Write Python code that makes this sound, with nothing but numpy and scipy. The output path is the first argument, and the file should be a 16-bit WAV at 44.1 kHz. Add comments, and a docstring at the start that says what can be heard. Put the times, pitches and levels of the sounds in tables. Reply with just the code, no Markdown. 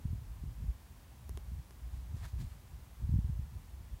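"""On a lawn on a still night, a hand-held camera follows a hedgehog. What is heard is handling noise.
As the grip shifts, friction of the skin sends a low rumble through the camera body, and soft pushes
give dull bumps. The casing slips and snaps in three small ticks, and fibres catch and let go in a few
soft brushing rustles. Behind them lie faint outdoor air and the microphone's own hiss."""
import sys
import numpy as np
from scipy import signal
from scipy.fft import rfft, irfft
from scipy.io import wavfile
from scipy.ndimage import uniform_filter1d

SR = 44100
rng = np.random.default_rng(int(sys.argv[2]) if len(sys.argv) > 2 else 0)


def inscribe(sig):
    """Save sig as 16-bit PCM at rate SR to the path in sys.argv[1].

    A 1-D sig is mono; a 2-D sig holds one channel per row.
    Samples are clipped to [-1, 1] before scaling.
    """
    pcm = np.round(np.clip(np.atleast_2d(sig).T, -1, 1) * 32767)
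    wavfile.write(sys.argv[1], SR, pcm.astype(np.int16))


N = 4 * SR


def amp(db):
    """Amplitude ratio: a factor of ten for every 20 dB."""
    return 10 ** (np.asarray(db) / 20)


def unit_rms(x):
    """Normalisation to an rms of 1."""
    return x / np.sqrt(np.mean(x ** 2) + 1e-20)


def add(mix, start_s, sound):
    """Superposition: a sound adds to the mix from its start time on."""
    part = mix[max(round(start_s * SR), 0):][:len(sound)]
    part += sound[:len(part)]


def coloured(x, spectrum):
    """Minimum-phase filtering: the phase follows from the log gain by a Hilbert transform."""
    hz, db = np.transpose(spectrum)
    bin_hz = abs(np.fft.fftfreq(len(x), 1 / SR))
    log_gain = np.log(amp(np.interp(np.log(bin_hz + 1), np.log(hz), db)))
    response = np.exp(np.conj(signal.hilbert(log_gain)))
    return np.fft.ifft(np.fft.fft(x) * response).real


def drift(seconds):
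    """Low-passed noise: a random fluctuation of rms 1 on the given time scale."""
    hz = np.fft.rfftfreq(N, 1 / SR)
    low_pass = np.exp(-(2 * hz * seconds) ** 2)
    return unit_rms(irfft(rfft(rng.standard_normal(N)) * low_pass, N))


# Strength of the rumble as the grip shifts. Each row: time in seconds, relative level in dB.
GRIP_LEVELS = [(0, -49), (.07, -45), (.15, -43), (.23, -48), (.27, -44), (.37, -51.5), (.47, -41.5),
               (.53, -46.5), (0.691, -36), (.77, -60), (1.19, -55.5), (1.3, -49.5), (1.355, -39),
               (1.42, -48.5), (1.59, -45), (1.63, -61), (1.79, -52.5), (1.87, -40.5), (1.91, -49),
               (1.96, -42.5), (2.1, -48), (2.25, -42), (2.3, -54), (2.34, -38.5), (2.45, -40),
               (2.49, -51.5), (2.68, -58), (2.75, -44.5), (2.85, -58.5), (2.97, -53), (3.02, -39),
               (3.15, -33), (3.22, -39), (3.36, -38), (3.51, -53), (3.56, -41), (3.64, -56), (3.82, -45.5),
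               (3.89, -56), (3.94, -39), (4, -75)]
# Spectrum of the rumble. Each row: frequency in Hz, relative spectral density in dB.
RUMBLE_SPECTRUM = [(15, -63), (28, -24.5), (42, -3.5), (62, 5.5), (85, -4.5), (115, -9.5), (180, -21.5),
                   (260, -32.5), (330, -38), (430, -43.5), (800, -71.5)]


def grip_rumble():
    """Friction noise: skin creeping on the camera body makes a lumpy rumble that follows the grip."""
    lift_db, lumps_db = 1.5, 2
    creep = coloured(rng.standard_normal(N), RUMBLE_SPECTRUM)
    local_power = uniform_filter1d(abs(signal.hilbert(creep)) ** 2, size=2600) / 2
    creep /= np.sqrt(local_power)  # evens out the noise's own swells
    grip_db = np.interp(np.arange(N) / SR, *np.transpose(GRIP_LEVELS))
    smooth_db = uniform_filter1d(grip_db, size=500)
    return creep * amp(smooth_db + lift_db + lumps_db * drift(seconds=0.021))


# Pushes of the hand. 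Each row: time of the peak in seconds, level in dB, width in seconds.
HAND_PUSHES = [(.055, -23, 0.0044), (0.107, -30, 0.0061), (0.132, -29.5, 0.0037), (0.438, -32, 0.0032),
               (0.64, -34, 0.0038), (.685, -33, 0.0097), (1.518, -33, 0.004), (2.145, -26.5, 0.0052),
               (2.166, -43, 0.002), (2.339, -32, 0.0075), (2.404, -36.5, 0.0033), (2.445, -27.5, 0.0071),
               (3.027, -30, 0.0064), (3.094, -23, .004), (3.125, -19.5, 0.0061), (3.14, -21.5, 0.0036),
               (3.159, -18.5, 0.0047), (3.189, -20, 0.004), (3.245, -26.5, 0.0049), (3.298, -22, 0.005),
               (3.394, -25, 0.005), (3.931, -37.5, .007)]


def hand_bumps():
    """Damped oscillation: each soft push leaves the camera body wobbling briefly at its resonance."""
    body_hz, body_t60_s, body_share = 62, 0.21, 0.13
    out, t = np.zeros(N), np.arange(-SR // 20, SR // 5) / SR
    after = np.maximum(t, 0)
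    wobble = -np.sin(2 * np.pi * body_hz * after) * amp(-60 * after / body_t60_s)
    for peak_s, db, width in HAND_PUSHES:
        u = t / width
        push = (1 - 3 * u ** 2) / (1 + u ** 2) ** 3  # a peak between two shallow troughs
        onset = 1 - np.exp(-(after / width) ** 2)
        add(out, peak_s + t[0], amp(db) * (push + body_share * wobble * onset))
    return out


# Ticks of the casing. Each row: time in seconds, snap gain in dB, ring gain in dB,
# treble edge in Hz, pitch of the spot that snaps in Hz.
CASING_TICKS = [(1.2938, -35.5, -47, 15500, 2000), (1.3743, -31.5, -44, 10000, 3200),
                (1.7085, -35.5, -58, 9000, 1750)]
# Spectrum of a snap. Each row: frequency in Hz, relative spectral density in dB.
SNAP_SPECTRUM = [(200, -12), (1000, -15), (2200, 6.5), (3000, -3), (3900, 0.5), (6000, 0.5), (9500, 3.5),
                 (11500, 8), (16000, -2)]
# Modes of the casing. 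Each row: frequency in Hz, relative level in dB, time to fall 60 dB in seconds.
CASING_MODES = [(402, 1, 0.028), (686, -1, 0.011), (1040, -6, 0.015), (2700, -13, 0.012)]


def casing_ticks():
    """Impulse excitation: a tiny slip ends in a snap, and the casing rings in its normal modes."""
    slip_s, slip_share = 0.0005, 0.2
    spot_db, spot_t60_s = -19, 0.0088
    out, t = np.zeros(N), np.arange(-SR // 100, SR // 10) / SR
    after, impulse = np.maximum(t, 0), t == 0
    ring = sum(amp(db - 60 * after / t60) * np.sin(2 * np.pi * hz * after)
               for hz, db, t60 in CASING_MODES)
    for snap_s, snap_db, ring_db, edge_hz, spot_hz in CASING_TICKS:
        spot = amp(spot_db - 60 * after / spot_t60_s) * np.cos(2 * np.pi * spot_hz * t) * (t >= 0)
        slip = slip_share * rng.standard_normal(len(t)) * np.exp(-abs(t) / slip_s)
        low_pass = signal.butter(4, edge_hz, fs=SR, output="sos")
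        snap = signal.sosfilt(low_pass, coloured(slip + impulse, SNAP_SPECTRUM))
        add(out, snap_s + t[0], amp(ring_db) * ring - amp(snap_db) * (snap + spot))
    return out


# Brushing strokes. Each row: time of the peak in seconds, body level in dB, fizz level in dB,
# rise and fall time constants in seconds.
BRUSH_STROKES = [(1.95, -73, -70, .04, .07), (2.17, -67, -66, 0.02, 0.066),
                 (2.254, -55, -56.5, 0.026, 0.012), (2.29, -74, -64.5, 0.048, .025),
                 (2.412, -64, -60, 0.026, 0.032), (2.52, -71, -69.5, 0.057, 0.039)]
# Spectra of a rustle's body and fizz. Each row: frequency in Hz, relative spectral density in dB.
BODY_SPECTRUM = [(250, -19), (600, -2.5), (1000, 2), (1350, -3.5), (1800, 0), (2600, -14), (4300, -25),
                 (16000, -40)]
FIZZ_SPECTRUM = [(250, -21), (2000, 2), (3300, 3), (4400, 5), (5500, 1.5), (7500, 2), (10000, -2.5),
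                 (16000, -7.5)]


def fibre_rustles():
    """Stick-slip friction: fibres catch and let go in short strokes with a dull body and a bright fizz."""
    catches_per_s, catch_share = 2300, 0.72
    out, t = np.zeros(N), np.arange(N) / SR
    peak_s, body_db, fizz_db, rise, fall = np.transpose(BRUSH_STROKES)[:, :, None]
    strokes = np.exp(-np.where(t < peak_s, (peak_s - t) / rise, (t - peak_s) / fall))
    for db, spectrum in (body_db, BODY_SPECTRUM), (fizz_db, FIZZ_SPECTRUM):
        catches = unit_rms(rng.standard_normal(N) * (rng.random(N) < catches_per_s / SR))
        friction = rng.standard_normal(N) + catch_share * catches
        envelope = np.linalg.norm(amp(db) * strokes, axis=0)  # overlapping strokes add in power
        out += envelope * unit_rms(coloured(friction, spectrum))
    return out


# Spectrum of the air and hiss. Each row: frequency in Hz, relative spectral density in dB.
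AIR_SPECTRUM = [(20, 9.5), (55, 11.5), (110, 11.5), (200, 8), (320, 1.5), (450, -2.5), (620, -2),
                (800, -0.5), (1000, -.5), (1300, -5.5), (1700, -6), (2500, -8.5), (4500, -11.5),
                (9000, -13), (15500, -13)]


def air_and_hiss():
    """Broadband noise floor: a steady far-off wash of outdoor air and the microphone's self-noise."""
    level_db = -61 - 0.02 * drift(seconds=0.051)
    return amp(level_db) * unit_rms(coloured(rng.standard_normal(N), AIR_SPECTRUM))


def scene():
    """Superposition: all sources sum at one microphone."""
    return (air_and_hiss() + grip_rumble() + hand_bumps() + casing_ticks() + fibre_rustles())[None]


def record(dry):
    """Band limiting: the microphone cuts the deepest bass and the recorder the highest treble."""
    low_cut_hz, band_edge_hz = 36, 15850
    high_pass = signal.butter(4, low_cut_hz, "high", fs=SR, output="sos")
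    low_pass = signal.firwin(511, band_edge_hz, window=("kaiser", 9), fs=SR)
    return signal.oaconvolve(signal.sosfilt(high_pass, dry), low_pass[None], "same")


dry = scene()
out = record(dry)
inscribe(out)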